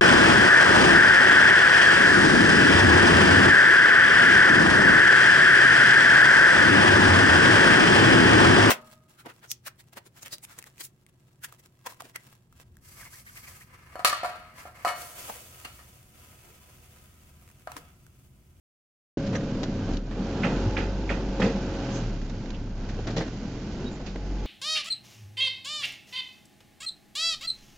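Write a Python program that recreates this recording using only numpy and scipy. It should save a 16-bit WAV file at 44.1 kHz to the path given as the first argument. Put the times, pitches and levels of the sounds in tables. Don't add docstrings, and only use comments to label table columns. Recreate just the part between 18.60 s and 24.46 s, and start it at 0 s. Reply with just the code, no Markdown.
import sys
import numpy as np
from scipy import signal
from scipy.fft import rfft, irfft
from scipy.io import wavfile
from scipy.ndimage import uniform_filter1d

SR = 44100
rng = np.random.default_rng(int(sys.argv[2]) if len(sys.argv) > 2 else 0)


def waveform_to_disk(signal):
    frames = np.transpose(np.atleast_2d(signal))
    scaled = np.clip(frames, -1, 1) * 32767
    samples = np.round(scaled).astype(np.int16)
    wavfile.write(sys.argv[1], SR, samples)


N = 258426
TIME = np.arange(N) / SR
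BINS = np.fft.rfftfreq(N, 1 / SR)
START_S = 0.572

# frequency in Hz, relative level in dB.
THUD_SPECTRUM = [(40, -17), (100, -11), (186, 3.5), (240, 2.5), (320, -1), (395, -5.5), (448, -2),
                 (485, -3), (530, -2), (650, -5.5), (900, -13.5), (1500, -17.5), (4000, -41)]
# frequency in Hz, relative level in dB.
TICK_SPECTRUM = [(1000, -32), (2400, -1.5), (3500, 2.5), (4800, 2), (6000, -2), (6900, -4), (8000, -27)]
# start in seconds, ring, thud and tick levels in dB, echo t60 in seconds.
LATCH_CLACKS = [(1.833, -33.5, -24.5, -45.5, 0.34), (2.167, -35, -29.5, -44.5, 0.3),
                (2.492, -36, -25, -45, 0.32), (2.816, -35, -29.5, -42.5, 0.36)]


def gain_of(db):
    return 10 ** (np.asarray(db) / 20)


def unit_rms(x):
    return x / np.sqrt(np.mean(x ** 2) + 1e-20)


def on_bins(rows):
    hz, value = np.transpose(rows)
    return np.interp(np.log(BINS + 1), np.log(hz + 1), value)


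def follow(rows):
    times, *columns = np.transpose(rows)
    return [np.interp(TIME, times, column) for column in columns]


def wander(rate):
    return unit_rms(irfft(rfft(rng.standard_normal(N)) / (1 + (BINS / rate) ** 4), N))


def stereo_noise(gain, lean=0.98, grit_db=0.0):
    # frequency in Hz, correlation of left and right.
    likeness = [(25, 0.92), (60, 0.99), (130, 1), (300, 1), (550, 0.97), (1000, 0.84), (2000, 0.58),
                (4000, 0.15), (7000, .45)]
    # frequency in Hz, left minus right in dB at a lean of 1.
    balance = [(30, -0.5), (125, 0), (270, 0.13), (600, -1.6), (1100, -0.5), (2200, -4.5), (4000, -6.5),
               (7000, -3.5)]
    grains = gain_of(grit_db * wander(370))
    a, b = rfft(rng.standard_normal((2, N)) * grains)
    alike = on_bins(likeness)
    mid, side = np.sqrt(1 + alike) * a, np.sqrt(1 - alike) * b
    tilt = gain_of(lean * on_bins(balance) / 2)
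    both = irfft(np.array([(mid + side) * tilt, (mid - side) / tilt]) * gain, N)
    return both / np.std(both.mean(0))


def blow(start, db, t60, rise):
    age = np.maximum(TIME - start, 0)
    return gain_of(db - 60 * age / t60) * (1 - np.exp(-age / rise))


def swell(centre, db, length):
    return gain_of(db) * np.exp(-(2 * (TIME - centre) / length) ** 2)


def panned(db):
    return gain_of(np.array([[db], [-db]]) / 2)


def switch_on_pop(hz=304):
    envelope = blow(START_S, db=-10.5, t60=0.019, rise=0.00039)
    return envelope * np.sqrt(2) * np.sin(2 * np.pi * hz * (TIME - START_S))


def cabin_resonance(hz):
    # resonance in Hz, width in Hz, peak gain in dB.
    modes = [(69.6, 6.9, -32), (96, 11, -34), (117.5, 25.7, -34.5), (155, 3.4, -40), (193, 15, -43),
             (214, 6.1, -38)]
    return sum(gain_of(db) / (1 + (2 * (hz - centre) / width) ** 2) for centre, width, db in modes)


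def engine(firings, firing_hz, load_db, rumble_db, smooth_hz=46.7, bite=0.04):
    # time in seconds, relative level in dB.
    boom_curve = [(0.6, -43.5), (1.24, -38.5), (1.35, -31.5), (1.62, -37.5), (1.86, -39), (1.98, -30.5),
                  (2.58, -32), (3.05, -37), (3.35, -36.5), (3.5, -31.5), (3.78, -38), (4.02, -34),
                  (4.62, -40), (4.85, -42), (5.4, -43), (5.74, -30), (5.86, -31.5)]
    # multiple of the firing rate, relative level in dB.
    low_orders = [(2, -5.5), (3, 0), (4, -2.5)]
    upper_orders = [(2.5, -25.5), (4.5, -8), (5, -3.5), (5.5, -16.5), (6, 1), (6.5, -7), (7, -4), (8, -1),
                    (9, -7), (10, -8), (10.5, -4.5), (11, -10.5), (11.5, -11), (12, -35), (16, -11.5),
                    (18, -17.5), (18.5, -21.5), (19, -26)]

    def order(k, flutter, phase=0):
        angle = 2 * np.pi * (k * firings + rng.random()) + phase
        in_phase = (1 + flutter * wander(5.9)) * np.cos(angle)
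        return np.sqrt(2) * (in_phase + flutter * wander(5.6) * np.sin(angle))

    boom_db, = follow(boom_curve)
    stumble = 0.039 + 0.014 * np.maximum(smooth_hz - firing_hz, 0)
    boom = gain_of(boom_db + 0.94) * order(1, stumble, phase=np.array([[0.035], [-0.035]]))
    low = sum(gain_of(db + load_db) * cabin_resonance(k * firing_hz) * order(k, flutter=0.37)
              for k, db in low_orders)
    upper = sum(gain_of(db + bite * k * (load_db - 3.5)) * order(k, flutter=0.22)
                for k, db in upper_orders)
    return boom + low + gain_of(rumble_db - 11) * upper


def standing_waves():
    ripple = unit_rms(uniform_filter1d(rng.standard_normal(len(BINS)), size=260))
    return gain_of(ripple * BINS / (BINS + 400))


def road(firings, rumble_db, roar_db, hiss_db):
    # frequency in Hz, relative level in dB.
    body_spectrum = [(20, -18.5), (40, -19), (62, -9), (85, -4), (110, 0), (150, -3.5), (198, 4.5),
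                     (230, -1.5), (272, 1.5), (350, -10), (455, -10.5), (620, -18), (1000, -31.5),
                     (2500, -64.5)]
    tyre_spectrum = [(200, -15), (420, 4), (540, -2.5), (650, 0), (880, -2.5), (1050, -7), (1250, -8),
                     (1550, -5.5), (2100, -22.5), (2700, -14), (4000, -19), (8000, -35.5)]
    hiss_spectrum = [(500, -17), (1200, 0.5), (2000, 8.5), (2800, 6), (3800, 2.5), (4700, 5), (5600, 3.5),
                     (6900, 0.5), (7400, -8.5), (8000, -34.5)]
    throb = np.cos(2 * np.pi * firings)
    waves = standing_waves()
    body = stereo_noise(gain_of(on_bins(body_spectrum)))
    body *= gain_of(rumble_db) * (1 + 0.24 * throb)
    tyres = stereo_noise(gain_of(on_bins(tyre_spectrum)) * waves, grit_db=0.42)
    tyres *= gain_of(roar_db + 0.29 * wander(25)) * (1 + 0.046 * throb)
    hiss = stereo_noise(gain_of(on_bins(hiss_spectrum)) * waves, grit_db=1.6)
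    hiss *= gain_of(hiss_db + 0.17 * wander(30))
    return body + tyres + hiss


def wallow(level_db=-45):
    # frequency in Hz, relative level in dB.
    spectrum = [(12, -2.5), (22, 7.5), (40, 0.5), (55, -1), (80, -11), (150, -33.5), (400, -73.5)]
    return gain_of(level_db + 1.6 * wander(2)) * stereo_noise(gain_of(on_bins(spectrum)))


def whine(load_db):
    # time in seconds, pitch in Hz, level in dB at a load of 0 dB.
    curve = [(0.6, 550.6, -38.5), (1.4, 546.6, -44.5), (2.35, 544.5, -45), (2.9, 545.4, -39.5),
             (3.42, 546, -45), (3.62, 542, -52.5), (3.95, 541, -46), (4.3, 544.5, -59)]
    hz, level_db = follow(curve)
    angle = 2 * np.pi * np.cumsum(hz + 0.7 * wander(10)) / SR
    return gain_of(level_db + load_db + wander(5)) * np.sqrt(2) * np.sin(angle)


def loose_trim(chatter_per_s=2.3):
    # start in seconds, rattle and thud levels in dB, rise and t60 in seconds,
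    # left minus right in dB, relative brightness in dB.
    rattles = [(0.663, -46, -31, .004, 0.069, 0, 10.5), (0.728, -35.5, -24, 0.0048, 0.11, 0, -18),
               (0.749, -26.5, -20, 0.0083, 0.075, 0, -14), (0.808, -40, -31, .001, 0.04, -3, -18),
               (0.952, -54, -32, .001, 0.038, 0, -11), (1.0315, -33.5, -23.5, .0008, 0.057, 0.5, 4),
               (1.334, -49, -37, 0.00089, 0.03, 7, 10.5), (1.369, -47.5, -51, .001, 0.037, 1, 12.5),
               (1.509, -43.5, -37.5, 0.0012, 0.15, -4, -29), (2.799, -38, -24, 0.0011, 0.14, -8, -2),
               (2.822, -43, -22, .001, 0.068, -16, -2), (2.834, -42.5, -23.5, 0.012, 0.32, -4, 5),
               (3.615, -48.5, -45, .001, .05, -4, 4), (3.695, -49.5, -36, .001, 0.081, -7, 3.5),
               (3.859, -44, -40, .0005, .02, -7, 0), (3.904, -44.5, -38, 0.00049, 0.026, -9.5, 4.5),
               (4.288, -42.5, -53, 0.0027, 0.11, -5, -2), (4.468, -36, -25.5, 0.004, 0.16, 2, -2.5),
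               (4.502, -57, -38, 0.0021, .15, 0, 12), (4.563, -36.5, -26, 0.003, 0.22, -1, 4),
               (4.579, -43, -36, 0.0036, 0.075, 1, 0), (4.603, -33, -33, 0.0094, .13, 0, -23),
               (4.678, -45, -36, 0.00091, 0.044, -3, 0), (5.4, -55, -31.5, 0.00097, 0.072, 0, -18),
               (5.46, -47.5, -40, 0.0035, 0.22, -6, 5), (5.558, -38, -26, 0.00057, 0.04, 1, -28)]
    # frequency in Hz, relative level in dB.
    clatter_spectrum = [(200, -24), (600, -4.5), (1000, 0.5), (1800, 8.5), (2600, 0), (4000, -4),
                        (6000, -15.5), (8000, -19.5)]
    gaps, weakness = rng.random((24, 2)).T
    starts = START_S + np.cumsum(-np.log(1 - gaps)) / chatter_per_s
    chatter = [(start, -53 - 4 * weak, -42 - 4 * weak, 0.001, 0.069, -3, 0)
               for start, weak in zip(starts, weakness) if start < TIME[-1]]
    clatter, ticks, thuds = np.zeros((2, N)), np.zeros((2, N)), np.zeros(N)
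    for start, db, thud_db, rise, t60, pan_db, bright_db in list(rattles) + chatter:
        shaking = blow(start, db, t60, rise) * panned(pan_db)
        clatter += shaking
        ticks += shaking * gain_of(bright_db - 3)
        thuds += blow(start, thud_db, t60, rise + 0.0014)
    waves = standing_waves()
    clatter *= stereo_noise(gain_of(on_bins(clatter_spectrum)) * waves, lean=0, grit_db=2.2)
    ticks *= stereo_noise(gain_of(on_bins(TICK_SPECTRUM)) * waves, lean=0, grit_db=2.2)
    return clatter + ticks + thuds * stereo_noise(gain_of(on_bins(THUD_SPECTRUM)))


def dashboard_knocks():
    # start in seconds, level in dB, hardness in dB per octave.
    jolts = [(0.742, -27.5, 0), (0.754, -27, 5), (2.799, -24.5, 18), (2.84, -19.5, 4), (2.859, -19, 1),
             (4.568, -23, 2), (4.581, -25, -4), (4.611, -26.5, 11.5), (5.558, -35, -1)]
    # frequency in Hz, relative level in dB, t60 in seconds.
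    panel_modes = [(197, -3, 0.12), (457.7, -5.5, 0.25), (519.3, -5, 0.093), (794, -18.5, 0.04),
                   (898, -22, 0.093)]
    t = TIME[:SR // 4]
    out = np.zeros(N)
    for start, db, hardness in jolts:
        for hz, mode_db, t60 in panel_modes:
            tilt_db = hardness * np.log2(hz / 450)
            envelope = gain_of(db + mode_db + tilt_db - 60 * t / t60)
            detune = rng.uniform(0.98, 1.02)
            out[round(start * SR):][:len(t)] += envelope * np.sin(2 * np.pi * hz * detune * t)
    return out


def ruts():
    # centre in seconds, level in dB, pitch in Hz, length in seconds.
    drops = [(0.761, -30, 124, 0.037), (0.988, -29.5, 196, 0.034), (2.077, -24, 106.8, 0.042),
             (2.847, -23.5, 190, 0.047), (2.953, -29, 196, 0.056), (4.59, -31, 164.4, 0.058),
             (5.141, -38.5, 65.7, 0.056)]
    return sum(swell(centre, db, length) * np.sqrt(2) * np.cos(2 * np.pi * (hz * TIME + rng.random()))
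               for centre, db, hz, length in drops)


def squeaks(pan_db=-3):
    # centre in seconds, level in dB, pitch and width in Hz, length in seconds, pure tone's share of
    # the power from 0 to 1. The row at 2.824 s is the bright crack of the fourth clack.
    rubs = [(0.762, -42.5, 5850, 500, 0.022, 0.02), (2.824, -33, 3180, 200, 0.0049, 0.5),
            (3.36, -46.5, 6320, 600, 0.076, 0.08), (3.951, -49, 2969, 450, .026, 0.04),
            (5.274, -45.5, 3814, 70.1, 0.034, 0.71), (5.338, -58, 6970, 298, 0.056, 0.09),
            (5.477, -46, 2580, 320, 0.027, 0.04)]
    out = np.zeros((2, N))
    for centre, db, hz, width, length, pure in rubs:
        envelope = swell(centre, 0, length)
        scrape = envelope * stereo_noise(1 / (1 + ((BINS - hz) / width) ** 2), lean=0.89)
        scrape *= np.std(envelope) / np.std(scrape)
        tone = envelope * np.sqrt(2) * np.sin(2 * np.pi * hz * TIME) * panned(pan_db)
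        out += gain_of(db) * (np.sqrt(1 - pure) * scrape + np.sqrt(pure) * tone)
    return out


def gears(firings, firing_hz, load_db, full_hz=47.63, db_per_hz=1.95):
    # multiple of the firing rate, level in dB at top speed and a load of 0 dB.
    tones = [(6.67, -39), (8, -45.5), (18, -46), (18.5, -57), (19, -52)]
    drive_db = db_per_hz * np.minimum(firing_hz - full_hz, 0) + 1.8 * load_db
    out = np.zeros(N)
    for k, db in tones:
        level = gain_of(db + drive_db + 2 * wander(4.7))
        out += level * np.sqrt(2) * np.sin(2 * np.pi * (k * firings + rng.random()))
    return out


def latch_ring(t, contact_hz=3600):
    # frequency in Hz, width in Hz, relative level in dB.
    modes = [(807, 59, 2), (1300, 72, 0.5), (1426, 50, 2.5), (1534, 60, -0.5), (1670, 31, -2.5),
             (1734, 35, -1), (1856, 67, 3), (2052, 27, 5), (2320, 35, -7), (2460, 44, 1), (2527, 30, 3.5),
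             (2605, 67, -4), (2737, 45, 1.5), (3210, 500, -8)]
    ring = sum((-1) ** k * gain_of(db) * width * np.exp(-np.pi * width * t) * np.sin(2 * np.pi * hz * t)
               for k, (hz, width, db) in enumerate(modes))
    return signal.lfilter(*signal.butter(2, contact_hz, fs=SR), ring)


def latch(stop_delay_s=0.0085, thud_delay_s=0.01, echo_rise_s=0.004, hum_hz=544, pan_db=-7):
    t = TIME[:SR // 3]
    ring = latch_ring(t)
    strikes = np.zeros((2, len(t)))
    strikes[:, 0] = gain_of(-6)
    strikes[:, round(stop_delay_s * SR)] = gain_of(-4)
    clacks = np.zeros((2, N))
    for start, db, _, _, t60 in LATCH_CLACKS:
        fade = gain_of(-60 * t / t60) * (1 - np.exp(-t / echo_rise_s))
        shared = 1.2 * rng.standard_normal(len(t))
        echoes = (shared + rng.standard_normal(strikes.shape)) * fade
        echoes *= gain_of(4) / np.linalg.norm(echoes[0])
        clack = signal.fftconvolve(strikes + echoes, ring[None], axes=1)[:, :len(t)]
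        clacks[:, round(start * SR):][:, :len(t)] += gain_of(db) * clack / clack[:, :SR // 30].std()
    ticks, thuds, hums = np.zeros((3, N))
    for start, _, thud_db, tick_db, _ in LATCH_CLACKS:
        ticks += blow(start, tick_db, t60=0.44, rise=0.005)
        thuds += blow(start + thud_delay_s, thud_db, t60=0.37, rise=0.0021)
        hum = np.sin(2 * np.pi * (hum_hz * TIME + rng.random()))
        hums += blow(start + thud_delay_s, thud_db - 3.5, t60=0.23, rise=0.011) * hum
    tick_noise = stereo_noise(gain_of(on_bins(TICK_SPECTRUM)), lean=2.6, grit_db=1.7)
    thud_noise = stereo_noise(gain_of(on_bins(THUD_SPECTRUM)))
    return clacks * panned(pan_db) + ticks * tick_noise + thuds * thud_noise + hums


def bolt_cracks(rise_s=0.0003, decay_s=0.0055, pan_db=-5):
    # delay in seconds, low and high band edges in Hz, level over the latch's ring in dB.
    contacts = [(0, 1500, 2450, 6), (.0085, 1400, 2900, 0.5), (.021, 1700, 2750, -4.5),
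                (.034, 1900, 2850, -4)]
    t = TIME[:SR // 25]
    envelope = np.exp(-t / decay_s) * (1 - np.exp(-t / rise_s))
    out = np.zeros((2, N))
    for start, db, *_ in LATCH_CLACKS:
        for delay, low_hz, high_hz, over_db in contacts:
            band = signal.butter(3, [low_hz, high_hz], "bandpass", fs=SR, output="sos")
            grit = 2 * rng.standard_normal(len(t)) + rng.standard_normal((2, len(t)))
            crack = signal.sosfilt(band, grit * envelope)
            crack /= crack[:, t < decay_s].std()
            out[:, round((start + delay) * SR):][:, :len(t)] += gain_of(db + over_db) * crack
    return out * panned(pan_db)


def scene():
    # time in seconds, firings per second.
    speed = [(0.6, 24.8), (1.1, 28.4), (1.33, 34), (1.55, 42.1), (1.76, 46.4), (2.0, 45.7), (2.3, 48.7),
             (2.6, 47.7), (2.85, 46.6), (3.15, 44.1), (3.5, 37.4), (3.78, 31.6), (4.05, 35.8), (4.35, 32.3),
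             (4.6, 40.4), (4.9, 42), (5.3, 45.5), (5.86, 47)]
    # time in seconds, load in dB.
    load = [(0.6, -3), (1.15, -4), (1.35, -2.5), (1.42, -13), (1.66, -2.5), (2.0, 0.5), (2.36, -4),
            (2.72, -3), (2.9, -2), (3.36, 1), (3.6, -7), (3.9, -6), (4.14, -11.5), (4.24, -5.5),
            (4.76, -4.5), (5.18, -4), (5.55, -7.5), (5.86, -4)]
    # time in seconds, body rumble and tyre roar in dB at 0 dB load.
    track = [(0.6, -27.5, -40.5), (1.05, -28.5, -40), (1.5, -32, -40), (2.0, -34, -39.5), (2.4, -34, -40),
             (3.4, -34, -40.5), (3.7, -33.5, -44), (4.15, -34.5, -40.5), (4.8, -35, -44.5),
             (5.25, -34, -41.5), (5.4, -37.5, -43), (5.86, -36, -43)]
    # centre in seconds, change of rumble in dB, length in seconds.
    patches = [(1.002, 1, 0.067), (1.309, 3.5, 0.046), (1.58, 4.5, 0.086), (1.88, 5, 0.31),
               (2.616, 3, 0.028), (2.865, 3.5, 0.28), (3.86, 1.5, 0.099), (4.278, -1, 0.044),
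               (4.393, 9.5, 0.019), (4.59, 4.5, 0.17), (4.841, 4, 0.056), (5.24, 3, 0.13)]
    firing_hz, = follow(speed)
    load_db, = follow(load)
    body_db, gravel_db = follow(track)
    firings = np.cumsum(firing_hz) / SR
    patch_db = sum(db * swell(centre, 0, length) for centre, db, length in patches)
    rumble_db = body_db + 0.62 * load_db + patch_db
    roar_db = gravel_db + 0.99 * load_db + 0.6 * patch_db
    rolling = road(firings, rumble_db, roar_db, hiss_db=-48.5 + 0.99 * load_db)
    motor = engine(firings, firing_hz, load_db, rumble_db) + gears(firings, firing_hz, load_db)
    steady = motor + rolling + wallow() + whine(load_db)
    return steady + latch() + bolt_cracks() + loose_trim() + dashboard_knocks() + ruts() + squeaks()


def record(dry):
    switched = (dry + switch_on_pop()) * np.clip((TIME - START_S) / 0.002, 0, 1)
    lowpass = signal.firwin(255, 7900, window=("kaiser", 9), fs=SR)
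    return signal.oaconvolve(switched, lowpass[None], "same")


dry = scene()
out = record(dry)
waveform_to_disk(out)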